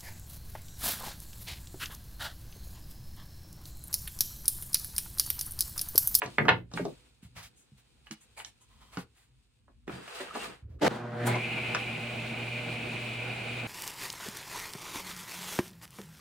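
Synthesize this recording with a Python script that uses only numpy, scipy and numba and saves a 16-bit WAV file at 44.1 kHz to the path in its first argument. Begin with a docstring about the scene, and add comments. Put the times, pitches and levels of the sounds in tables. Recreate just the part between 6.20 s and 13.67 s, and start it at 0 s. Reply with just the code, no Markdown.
"""A table saw starts up in a small crowded workshop: the motor jolts and hums, the blade runs up to a breathy
whistle. Hum is steady sines; roar, whistle and air are shaped noise, the whistle's pitch following the blade.
Before it, a wooden strip knocks and slides on a plywood sled (ringing modes, grainy rubbing), plastic ear
defenders click, sleeves rustle and panels thud. All is heard by a microphone pair, with a low house rumble
until the saw's roar covers it."""
import sys
import numpy as np
from scipy import signal
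from scipy.fft import rfft, irfft
from scipy.io import wavfile
from scipy.ndimage import uniform_filter1d
from numba import njit

SR = 44100
rng = np.random.default_rng(int(sys.argv[2]) if len(sys.argv) > 2 else 0)


def to_wav(s):
    """Save 16-bit WAV."""
    ch = np.atleast_2d(s).T  # columns
    pcm = np.round(np.clip(ch, -1, 1) * 32767)  # PCM
    wavfile.write(sys.argv[1], SR, pcm.astype(np.int16))


N = 329427
T = np.arange(N) / SR
HUM_HZ = 120  # twice the mains frequency
JOLT_END_S = 4.681

# saw running up, surging as the starting switch lets go, then settling:
# [t/s, hum level/dB, cabinet roar level/dB, blade whistle level/dB]
SAW = [(4.681, -51, -38, -60), (4.711, -57, -32.5, -43), (4.779, -52, -39.5, -47), (4.839, -42, -42, -51),
       (4.957, -41, -42, -51.5), (5.069, -31.5, -34.5, -39.5), (5.165, -33.5, -33.5, -37.5),
       (5.22, -42, -43, -37.5), (5.4, -44, -38, -35.5), (5.72, -43, -42, -40)]
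# blade running up: [t/s, share of full speed]
SPEED = [(4.68, .2), (4.9, .5), (5.05, .74), (5.12, .86), (5.18, .94), (5.26, 1.0)]
# stereo width of the saw: [f/Hz, side minus mid level/dB]
SAW_SIDE = [(60, -26.5), (110, -17), (200, -15), (380, -9.5), (700, -2), (1290, -5), (2380, -8),
            (4400, -3.5), (8120, -4.5), (15000, 3)]
# resonances of the rubbed ear-defender cups: [f/Hz, width/Hz, level/dB]
HOLLOW = [(860, 130, -0.5), (1790, 150, -12), (2220, 99, 0), (3770, 230, -28), (4300, 470, -15)]
# resonances of the rubbed strip: [f/Hz, width/Hz, level/dB]
STRIP = [(402, 57, 1.5), (669, 19.5, 4), (1246, 69, 5), (1640, 43, -2), (2280, 28, -22.5), (2726, 160, -4),
         (3500, 16, -10), (4000, 180, -17), (4720, 94, -6), (5900, 78, -25)]


def undb(db):
    """Decibels to an amplitude factor."""
    return 10 ** (np.asarray(db) / 20)


def unit(x):
    """The sound at rms 1."""
    return x / np.sqrt(np.mean(x ** 2))


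def curves(table):
    """Columns of a table as sample-rate lines: -120 before the first time, the last value held after."""
    s, *columns = np.transpose(table)
    return [np.interp(T, s, c, left=-120, right=c[-1]) for c in columns]


def on_log(table, hz):
    """A table's values read off along a logarithmic frequency axis."""
    f, v = np.transpose(table)
    return np.interp(np.log(hz + 1), np.log(f + 1), v)


@njit
def svf(x, hz, width):
    """State-variable band-pass whose centre and width may move, gain 1 at the centre."""
    y, b, l = np.empty(len(x)), 0., 0.
    for i in range(len(x)):
        g, k = np.tan(np.pi * hz[i] / SR), width[i] / hz[i]
        v = (b + g * (x[i] - l)) / (1 + g * (g + k))
        b, l, y[i] = 2 * v - b, l + 2 * g * v, k * v
    return y


def walk(rate):
    """Random levels held 1 / rate s and slewed twice; spread near 1."""
    k = int(SR / rate)
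    steps = np.repeat(rng.standard_normal(N // k + 1), k)
    return 1.8 * uniform_filter1d(uniform_filter1d(steps, k), k)[:N]


def grit(shape, spread_db):
    """Dense noise grains of randomly uneven size."""
    size_db = spread_db * np.minimum(rng.exponential(size=shape), 4)
    return rng.standard_normal(shape) * undb(size_db)


def spread(mid, side, table):
    """Left and right from a mid sound and an unrelated side sound weighted by frequency."""
    side_gain = undb(on_log(table, np.fft.rfftfreq(N, 1 / SR)))
    side = irfft(rfft(side) * side_gain, N)
    return np.array([mid + side, mid - side])


def noise(colour, side_table, grit_db=0.):
    """Stereo coloured noise, mid rms 1; grit makes it a rain of uneven grains."""
    gain = undb(on_log(colour, np.fft.rfftfreq(N, 1 / SR)))
    mid, side = (unit(irfft(rfft(grit(N, grit_db)) * gain, N)) for _ in range(2))
    return spread(mid, side, side_table)


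def band(x, lo_hz, hi_hz, order):
    """A band-passed sound at peak 1."""
    y = signal.sosfilt(signal.butter(order, [lo_hz, hi_hz], "band", fs=SR, output="sos"), x)
    return y / np.abs(y).max()


def place(out, s, sound, pan_db):
    """Adds a sound to the microphone pair, left 3 samples later; pan_db is left minus right."""
    for channel, lag, db in ((0, 3, pan_db / 2), (1, 0, -pan_db / 2)):
        i = int(s * SR) + lag
        out[channel, i:i + len(sound)] += undb(db) * sound


def resonate(x, table, wander_db):
    """A body's resonances excited by rubbing; each swells and fades as the contact point moves."""
    out, still = 0, np.ones(len(x))
    for hz, width, db in table:
        level = undb(db + wander_db * walk(30)[:len(x)])
        out = out + level * svf(x, hz * still, width * still)
    return unit(out)


def rings(table, scale, blur):
    """Unrelated noise through each resonance, twice for steep skirts, evened out for bandwidth."""
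    out = 0
    for hz, width, db in table:
        once = svf(rng.standard_normal(N), hz * scale, width * blur)
        twice = svf(once, hz * scale, width * blur)
        out = out + undb(db) * twice / np.sqrt(np.pi * width * blur / SR)
    return out


def blows(events, modes, octaves, rise, t60, pan_db, crack_s, crack_db):
    """Each blow rings the modes near its centre afresh, with a short rattling contact and a bright crack."""
    out, t = np.zeros((2, N)), np.arange(SR // 4) / SR
    hz, mode_db, mode_t60 = (c[:, None] for c in np.transpose(modes))
    # the blow's own damping shortens every mode
    decay = np.log(1000) * (1 / np.clip(mode_t60, .02, 1) + 1 / t60)
    onset = np.clip(t / rise, 0, 1)
    for s, peak_db, centre_hz, top_db in events:
        detune, size = rng.standard_normal((2, len(modes), 1))
        tones = np.sin(2 * np.pi * hz * (1 + 0.055 * detune) * t)
        ring = np.sum(undb(mode_db + 2 * size) * tones * np.exp(-decay * t), axis=0)
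        contact = rng.standard_normal(len(t)) * np.exp(-t / crack_s)
        struck = onset * (ring / np.abs(ring).max() + undb(crack_db) * contact)
        body = band(struck, centre_hz / 2.8, centre_hz * 2 ** octaves, order=3)
        crack = band(onset * contact, 3300, 7000, order=3)
        place(out, s, undb(peak_db) * (body + undb(top_db) * crack), pan_db)
    return out


def strokes(table, body, ring_db):
    """Each stroke swells fast and fades; fibres catch as dense grains and ring the rubbed body."""
    out = np.zeros((2, N))
    for start, length, db, centre_hz, hiss_db in table:
        u = np.linspace(0, 1.6, int(1.3 * length * SR))
        shape = np.clip(u / 0.29, 0, 1) ** 2 * np.exp(-(u / 0.96) ** 4)
        grains = grit((3, len(u)), 3.1)
        # one part in the middle, one mostly in each capsule
        for k, pan_db in enumerate((0, -40, 40)):
            rub = unit(band(grains[k], centre_hz / 2.26, centre_hz * 2, order=1))
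            hiss = unit(band(grains[k], 5900, 9200, order=2))
            ring = sum(undb(d) * signal.lfilter(*signal.iirpeak(hz, hz / w, SR), grains[k]) for hz, w, d in body)
            stroke = rub + undb(hiss_db) * hiss + undb(ring_db) * unit(ring)
            place(out, start, undb(db - 0.5 * abs(pan_db)) * shape * stroke, pan_db)
    return out


def room(dry):
    """Dense echoes off shelves and benches; the treble dies first, the bass is more alike left and right."""
    # octave bands of the echo: [f/Hz, t60/s, level/dB]
    octave_bands = [(293.7, 0.2, 4), (620, 0.16, 0.5), (1192, 0.16, 0), (2380, 0.17, 0.5), (4700, 0.18, 0),
                    (9600, 0.067, -6.5)]
    t = np.arange(SR // 2) / SR
    tail = 0
    for hz, t60, db in octave_bands:
        sos = signal.butter(2, [hz / np.sqrt(2), hz * np.sqrt(2)], "band", fs=SR, output="sos")
        shared = 1.62 * min(300 / hz, 2) * rng.standard_normal(len(t))
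        echo = rng.standard_normal((2, len(t))) + shared
        tail = tail + undb(db) * signal.sosfilt(sos, echo) * np.exp(-np.log(1000) * t / t60)
    tail = tail * np.clip(t / 0.007, 0, 1)
    tail = tail / np.sqrt(np.sum(tail ** 2) / 2)
    return dry + undb(-5) * signal.fftconvolve(dry.mean(axis=0)[None], tail, axes=1)[:, :N]


def rumble():
    """House rumble: low noise of wavering level, left out once the saw's roar covers it."""
    # rumble level: [t/s, level/dB]
    rumble_level = [(0.0, -60), (0.38, -57), (0.63, -66), (1.02, -66.5), (2.2, -70), (2.85, -65.5),
                    (3.25, -71.5), (3.57, -63), (3.78, -66.5), (3.93, -63.5), (4.33, -61), (4.6, -74),
                    (4.7, -56), (4.75, -92)]
    # rumble spectrum: [f/Hz, level/dB per Hz]
    rumble_colour = [(15, -43.5), (25, -20), (37, -6), (49, 0), (65, 2), (87, -11.5), (124, -2), (162, -21),
                     (250, -14), (320, -36.5), (550, -120)]
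    # rumble stereo width: [f/Hz, side minus mid level/dB]
    rumble_side = [(30, -11.5), (80, -10), (250, -7.5)]
    return undb(curves(rumble_level)[0] + 2.8 * walk(8)) * noise(rumble_colour, rumble_side)


def thuds():
    """Soft pushes into heavy panels: a low, quickly damped cluster of three tones."""
    # dull thuds through table top and floor: [t/s, peak level/dB, f/Hz, t60/s]
    pushes = [(0.022, -30.5, 389, .12), (0.046, -38, 133, 0.24), (0.181, -25, 262, 0.083),
              (0.19, -24.5, 140.7, 0.42), (0.252, -26.5, 167, .18), (0.28, -23, 408, 0.14),
              (0.305, -26.5, 123.4, .35), (0.537, -33.5, 157.5, .13), (0.594, -24, 405, 0.057),
              (0.605, -28, 180, .2), (0.652, -28, 414, 0.083), (1.027, -44, 167, 0.052),
              (1.047, -44.5, 106, 0.13), (1.159, -44.5, 113, .3), (1.518, -49, 137.4, 0.11),
              (1.907, -37.5, 214, 0.11), (2.771, -29.5, 175, 0.094), (3.676, -33, 334, 0.086),
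              (3.719, -38, 122, .29), (3.999, -34, 375, 0.18), (4.15, -41, 520, .095),
              (4.424, -39.5, 71, 0.29), (4.453, -41.5, 74, 0.18), (4.5, -40.5, 75.7, 0.29),
              (4.549, -39, 72, 0.16), (5.141, -52, 119, .26)]
    out, t = np.zeros((2, N)), np.arange(SR // 2) / SR
    onset = 1 - np.exp(-t / 0.004)
    for s, peak_db, hz, t60 in pushes:
        ratio = np.array([[.75], [1.], [1.45]]) * (1 + .05 * rng.standard_normal((3, 1)))
        weight = np.array([[.5], [1.], [.6]])
        tones = np.sum(weight * np.sin(2 * np.pi * hz * ratio * t), axis=0)
        tones = tones * onset * np.exp(-np.log(1000) * t / t60)
        place(out, s, undb(peak_db) * band(tones, 0.63 * hz, 3.3 * hz, order=2), -1.1)
    return out


def hands():
    """Sleeves, hands and fingers rub the hollow cups and the stretched headband, each stroke a burst of grains."""
    # single strokes of sleeve or hand: [t/s, length/s, level/dB, centre f/Hz, hiss minus that level/dB]
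    sleeve_strokes = [(0.021, 0.049, -50, 1500, -31), (1.013, 0.08, -63.5, 2210, -8.5),
                      (1.146, 0.1, -49.5, 1470, -26.5), (1.21, 0.088, -53, 2810, -23),
                      (1.346, 0.123, -74, 3550, 7), (1.566, 0.064, -67, 2610, -16),
                      (1.907, 0.043, -52, 2505, -5), (1.997, 0.073, -68, 2550, 2.5),
                      (2.7, 0.15, -55.5, 1300, -14), (2.765, 0.082, -53, 1810, -16),
                      (2.93, 0.17, -69, 1995, -7), (4.475, 0.12, -72.5, 548, -37)]
    # fingers rubbing the hollow cups: [t/s, length/s, level/dB, centre f/Hz, hiss minus that level/dB]
    finger_strokes = [(0.581, 0.11, -65.5, 2500, -22), (1.854, 0.042, -72, 1910, -19),
                      (2.159, 0.087, -55.5, 1470, 0.5), (2.245, 0.07, -68.5, 2000, 9)]
    # headband stretched over the cap: [t/s, length/s, level/dB, centre f/Hz, hiss minus that level/dB]
    stretches = [(2.40, 0.066, -75, 3000, 8), (2.465, 0.19, -75.5, 1800, -21), (2.57, 0.22, -72, 2500, -20),
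                 (2.6, 0.06, -69.5, 1050, -22)]
    # headband resonances: [f/Hz, width/Hz, level/dB]
    headband = [(1030, 130, 2), (1243, 85, -5), (1970, 78, -7), (3080, 170, -4)]
    sleeves = strokes(sleeve_strokes, HOLLOW, ring_db=-23.0)
    fingers = strokes(finger_strokes, HOLLOW, ring_db=4.5)
    return sleeves + fingers + strokes(stretches, headband, ring_db=2.5)


def ear_defenders():
    """Plastic ear defenders handled and snapped on: short blows ringing the hollow cups."""
    # clicks: [t/s, peak level/dB, centre f/Hz, crack minus peak level/dB]
    clicks = [(1.869, -42, 1820, -20), (1.91, -29.5, 2380, 1), (2.2, -34, 1800, -25),
              (2.247, -34.5, 2330, 7), (2.771, -26.5, 800, -9)]
    # cup modes before the blow's damping: [f/Hz, level/dB, t60/s (held to 0.02-1)]
    cups = [(770, -10.5, 0.48), (1085, -31, 1.2), (1410, -37, 5.0), (1727, -4, 0.13), (2190, -27, 0.41),
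            (2177, 2.5, 0.018), (2455, -17, 5.0), (2864, 1.5, 0.32), (3530, -14, 0.32), (3902, -20, 0.13),
            (4080, -4, 0.6), (4780, -18, 5.0), (4970, -18, 0.063), (5370, -37, 0.11)]
    return blows(clicks, cups, octaves=0.87, rise=0.00096, t60=0.032, pan_db=-5, crack_s=0.0021, crack_db=1)


def scuffs():
    """The strip's edge catches as it slides: brief grainy strokes that ring the strip."""
    # catches: [t/s, length/s, level/dB, centre f/Hz, hiss minus that level/dB]
    edge_catches = [(3.69, 0.07, -71, 1800, -21), (3.865, 0.056, -63, 1300, -27),
                    (3.94, 0.05, -54, 2800, -22), (4.17, 0.063, -67, 1600, -17),
                    (4.235, 0.045, -57, 2900, -19)]
    return strokes(edge_catches, STRIP, ring_db=4.5)


def rubbing():
    """Cloth and wood sliding over background hiss: catching grains, a dull drone of the sled and a fine hiss."""
    # rustle and background hiss, nearly silent just after the loud knock: [t/s, level/dB]
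    rustle = [(0.0, -65), (0.15, -59.5), (0.21, -69), (0.35, -100), (0.5, -79), (0.57, -48.5),
              (0.63, -62.5), (0.78, -67.5), (0.98, -76), (1.24, -73), (1.57, -75.5), (2.1, -73),
              (2.24, -71), (2.39, -76), (2.67, -72), (2.85, -77.5), (3.0, -78.5), (3.22, -80.5),
              (3.67, -83.5)]
    # sled booms after the drop, then drones as things are dragged off it: [t/s, level/dB]
    drag = [(0.17, -93), (0.2, -39), (0.33, -40), (0.42, -54), (0.5, -71), (0.57, -45.5), (0.69, -37.5),
            (0.75, -58), (0.81, -87)]
    # strip slid into place in three pushes: [t/s, rub level/dB, drone level/dB]
    slide = [(3.67, -66, -73), (3.68, -64, -42), (3.728, -51, -54), (3.808, -56, -49.5), (3.97, -47.5, -82),
             (4.01, -44, -56), (4.062, -50, -60), (4.132, -54, -59), (4.15, -47.5, -54), (4.246, -44, -59),
             (4.294, -49.5, -50.5), (4.402, -68, -74), (4.456, -81, -66), (4.58, -93, -61), (4.6, -62, -72)]
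    # spectrum of the fine hiss: [f/Hz, level/dB per Hz]
    rub_hiss = [(1470, -29.5), (2500, -5.5), (2850, -8.5), (3740, -8.5), (5740, -15.5), (8660, -10.5),
                (10900, -20), (12100, -33), (14700, -20.5), (16000, -34.5)]
    # spectrum of the rubbing grains: [f/Hz, level/dB per Hz]
    rub_body = [(290, -37.5), (500, 0.5), (553, -15.5), (659, -8), (943, -6), (1230, -8), (1450, -6),
                (2790, -11.5), (4500, -24.5), (5850, -50), (9900, -120)]
    # stereo width of the rubbing: [f/Hz, side minus mid level/dB]
    near_side = [(60, -4), (110, 6.5), (200, -11), (380, -2.5), (700, 3), (1290, -2.5), (2380, -2.5),
                 (4400, 4.5), (8120, -7), (15000, 4.5)]
    drone_colour = [(90, -28.5), (150, 8.5), (400, 6.5), (700, -10), (1100, -39.5)]  # f/Hz, level/dB per Hz

    rustle_db = curves(rustle)[0]
    slide_db, sled_db = curves(slide)
    sliding = T > slide[0][0]
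    rub_db = np.where(sliding, slide_db, rustle_db - 4)
    drone_db = np.where(sliding, sled_db, np.maximum(rustle_db - 3.5, curves(drag)[0]))
    # hiss grows a little faster than the rub
    hiss_db = np.where(sliding, -57.5 + 1.13 * (slide_db + 51), rustle_db)

    strip = resonate(grit(N, 6.8), STRIP, wander_db=4.) * sliding
    grains = noise(rub_body, near_side, grit_db=4.0) + undb(-4.) * strip
    rub = undb(rub_db + 0.83 * walk(40)) * grains
    drone = undb(drone_db + 1.1 * walk(25)) * noise(drone_colour, near_side)
    hiss = undb(hiss_db + 0.78 * walk(27)) * noise(rub_hiss, near_side, grit_db=4.5)
    return (T < slide[-1][0]) * (rub + drone + hiss)


def wood_knocks():
    """Sled and strip knock together: each blow rings damped wooden modes."""
    # blows on sled and strip: [t/s, peak level/dB, centre f/Hz, crack minus peak level/dB]
    knocks = [(0.018, -17.5, 1480, -35), (0.059, -33, 630, 0), (0.182, -8.5, 1250, -29.5),
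              (0.252, -26, 925, -18), (0.282, -7.5, 1480, -42), (0.289, -8, 1688, -29.5),
              (0.319, -22, 770, -39), (0.514, -45, 829, -6.5), (0.536, -34.5, 674, 3),
              (0.573, -22.5, 1490, -34), (0.651, -27, 610, -10.5), (3.479, -51.5, 774, -34),
              (3.677, -33.5, 1350, -13), (3.694, -33, 1290, -20), (3.877, -34, 1400, -13),
              (4.01, -32.5, 1300, -11), (4.152, -27, 680, -11), (5.547, -14, 1500, -10)]
    # wood modes before the blow's damping: [f/Hz, level/dB, t60/s (held to 0.02-1)]
    wood = [(544.4, -13.5, 0.12), (696.7, -3, 0.013), (790, -28.5, 0.062), (876, -6.5, 0.026),
            (940, -27, 2.2), (1165, -18, 0.25), (1267, -12, 0.078), (1360, -20.5, 0.14), (1470, -17, 0.24),
            (1553, -22, 0.39), (1797, -9.5, 0.12), (2150, -34.5, 0.087), (2000, -30.5, 0.062),
            (2420, -48.5, 5.0), (2350, -17, 0.36), (2540, -32.5, 0.11), (2430, -22.5, 0.15),
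            (2850, -14.5, 0.095), (2920, -40.5, 0.24), (3060, -44.5, 5.0), (3480, -31, 0.25),
            (3320, -29, 0.4), (3919, -39, 0.11), (4791, -58, 0.13)]
    return blows(knocks, wood, octaves=0.75, rise=0.002, t60=0.04, pan_db=-2.5, crack_s=0.0044, crack_db=3.5)


def starting_switch():
    """The motor's starting switch lets go and settles: two blows on a ringing plate."""
    # switch blows: [t/s, peak level/dB, centre f/Hz, crack minus peak level/dB]
    switch_blows = [(5.074, -20.5, 1360, -21), (5.154, -27.5, 1030, -9)]
    # plate modes before the blow's damping: [f/Hz, level/dB, t60/s (held to 0.02-1)]
    plate = [(814, -7, 0.3), (1025, -6.5, 0.3), (1700, -16, 0.13), (2200, -8, 0.025)]
    return blows(switch_blows, plate, octaves=0.46, rise=0.0011, t60=0.11, pan_db=-2, crack_s=0.0038, crack_db=7.5)


def spit():
    """A short, very bright hiss swells and dies as the starting switch opens."""
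    # spit spectrum: [f/Hz, level/dB per Hz]
    spit_colour = [(3000, -20), (6000, -6), (9000, 3), (11500, -8), (14000, -6), (16000, -14)]
    peak_s, rise_s, fall_s = 5.071, 0.0068, 0.018
    since = T - peak_s
    swell = np.exp(np.minimum(since / rise_s, -since / fall_s))
    return undb(-35.5) * swell * noise(spit_colour, SAW_SIDE, grit_db=2.5)


def throb():
    """At speed the cabinet throbs, for a while more strongly, over a faint low pair of tones."""
    # steady pair under the hum: [f/Hz, level/dB]
    low_tones = [(53.8, -64), (70.0, -65)]
    throb_hz, peak_s, swell_s, swell_width_s = 8.1, 6.1, 6.27, 0.39
    beat = 1 + np.cos(2 * np.pi * throb_hz * (T - peak_s) + 0.3 * walk(3.1))
    swell_db = 9.5 * np.exp(-((T - swell_s) / swell_width_s) ** 4)
    db = -56 + swell_db + 1.8 * walk(4.04)
    pair = sum(np.sqrt(2) * undb(d) * np.sin(2 * np.pi * hz * T) for hz, d in low_tones)
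    # just under the second hum tone
    tone = undb(db) * beat * np.sin(2 * np.pi * (2 * HUM_HZ - throb_hz) * T)
    return np.interp(T, *np.transpose(SPEED)) ** 20 * (tone + pair)


def start_buzz():
    """While the start winding pulls, the hum buzzes with many uneven overtones."""
    end_s, fade_s, tilt_db = 5.17, 0.036, -5.5  # tilt per octave
    fade_out = np.clip((end_s - T) / fade_s + 1, 0, 1)
    fade_in = np.clip((T - JOLT_END_S) / 0.096, 0, 1)
    tones = 0
    for k in range(2, 14):
        level = undb(tilt_db * np.log2(k / 4) + 3.6 * walk(45))
        tones = tones + level * np.sin(2 * np.pi * k * HUM_HZ * T + k * k)
    roar_db = curves(SAW)[1]
    return undb(roar_db - 12.5) * fade_out * fade_in * tones


def jolt():
    """The starting jolt bursts in and swells while the motor strains; then the level drops abruptly."""
    # jolt spectrum: [f/Hz, level/dB per Hz]
    jolt_colour = [(18, -52.5), (30, -29), (221, -0.5), (404, -4.5), (461, -2), (962, -10), (1070, -21),
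                   (1190, -14.5), (2120, -14.5), (2410, -20.5), (2980, -20), (8520, -35.5), (16000, -49)]
    start_s, lead_db_per_s, swell_db_per_s = 4.6208, 2100., 83
    since = T - start_s
    kick = np.cos(np.pi * HUM_HZ * T)  # once a mains cycle
    db = -25.5 + np.minimum(lead_db_per_s * since, swell_db_per_s * since) + 1.5 * kick
    return (T < JOLT_END_S) * undb(np.maximum(db, -150)) * noise(jolt_colour, SAW_SIDE, grit_db=-4.5)


def saw():
    """Magnetic hum, cabinet roar, air shed by the teeth (pitch follows blade speed) and broad air hiss."""
    # hum overtones: [multiple of the hum, level against the hum/dB]
    overtones = [(2, -22), (3, -20.5), (4, -20), (5, -16), (6, -18)]
    # roar spectrum: [f/Hz, level/dB per Hz]
    roar_colour = [(21, -54), (35, -27), (86, -21.5), (102, -10.5), (118, -4), (187, -12.5), (225, -8.5),
                   (306, -12.5), (474, -14.5), (552, -16.5), (612, -9.5), (1110, -19.5), (2000, -21),
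                   (2600, -44), (4400, -120)]
    # cabinet resonances: [f/Hz, width/Hz, level/dB]
    cabinet = [(61.6, 30, -30), (160.5, 9.4, -9), (228.2, 23.46, -6), (359, 72, -8.5), (486, 27, -10),
               (799.4, 43, -13), (1472, 140, -13)]
    # blade whistle at full speed: [f/Hz, width/Hz, level/dB]
    whistle = [(2450, 405, 10), (2424, 28, -3.5), (2278, 100, -4), (2600, 320, -10), (2885, 300, 0),
               (3050, 620, -16.5), (2080, 870, -8.5), (4020, 67, -25.5), (3900, 1800, -42)]
    # air hiss spectrum: [f/Hz, level/dB per Hz]
    air_colour = [(2120, -3.5), (3600, -0.5), (4200, -3.5), (5300, -14), (6390, -15.5), (7150, -14),
                  (9240, -14.5), (11000, -20.5), (12000, -41), (13600, -20), (15000, -31.5), (16000, -15)]
    # air hiss, its last level held once at speed: [t/s, level/dB]
    air_level = [(4.681, -54), (4.763, -51), (4.83, -74), (4.903, -66), (5.047, -51), (5.075, -42),
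                 (5.14, -45), (5.201, -47.5)]

    hum_db, roar_db, whistle_db = curves(SAW)
    speed = np.interp(T, *np.transpose(SPEED))
    phase = 2 * np.pi * HUM_HZ * T
    tones = np.sin(phase) + sum(undb(db + 2.7 * walk(10)) * np.sin(k * phase + k * k) for k, db in overtones)
    hum = np.sqrt(2) * undb(hum_db + 0.7 * walk(9.8)) * tones

    still = np.ones(N)
    panels = spread(rings(cabinet, still, still), rings(cabinet, still, still), SAW_SIDE)
    wind = noise(roar_colour, SAW_SIDE)
    # the motor fan's upper roar only builds with speed
    low = signal.sosfilt(signal.butter(1, 1100, fs=SR, output="sos"), wind)
    wind = low + speed ** 1.2 * (wind - low)
    roar = undb(roar_db + 1.06 * walk(30)) * (undb(-2.5) * wind + panels)

    # thin tone under the whistle, its pitch wavering about 2083 Hz
    whine_phase = 2 * np.pi * np.cumsum(2083 + 1.06 * walk(5.3)) / SR
    whine = undb(-9.5) * np.sin(whine_phase) * speed ** 10.0
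    # below full speed the whistle is lower and far breathier
    blur = 1 + 5. * (1 - speed)
    mid, side = (unit(rings(whistle, speed, blur)) for _ in range(2))
    teeth = undb(whistle_db + 0.75 * walk(60)) * spread(mid + whine, side, SAW_SIDE)
    air = undb(curves(air_level)[0] + .5 * walk(29)) * noise(air_colour, SAW_SIDE)
    return hum + roar + teeth + air


def scene():
    """Sums the workshop; only the knocks, clicks and switch are sent through the room echo."""
    hits = room(wood_knocks() + ear_defenders() + starting_switch())
    pan_db = -0.5  # left minus right
    machine = (saw() + jolt() + start_buzz() + throb() + spit()) * undb([[pan_db / 2], [-pan_db / 2]])
    return rumble() + thuds() + hands() + scuffs() + rubbing() + hits + machine


def record(dry):
    """The recorder cuts the deep bass and the top."""
    thin = signal.sosfilt(signal.butter(3, 43, "high", fs=SR, output="sos"), dry)
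    return signal.sosfilt(signal.ellip(8, .2, 80, 15900, fs=SR, output="sos"), thin)


dry = scene()
out = record(dry)
to_wav(out)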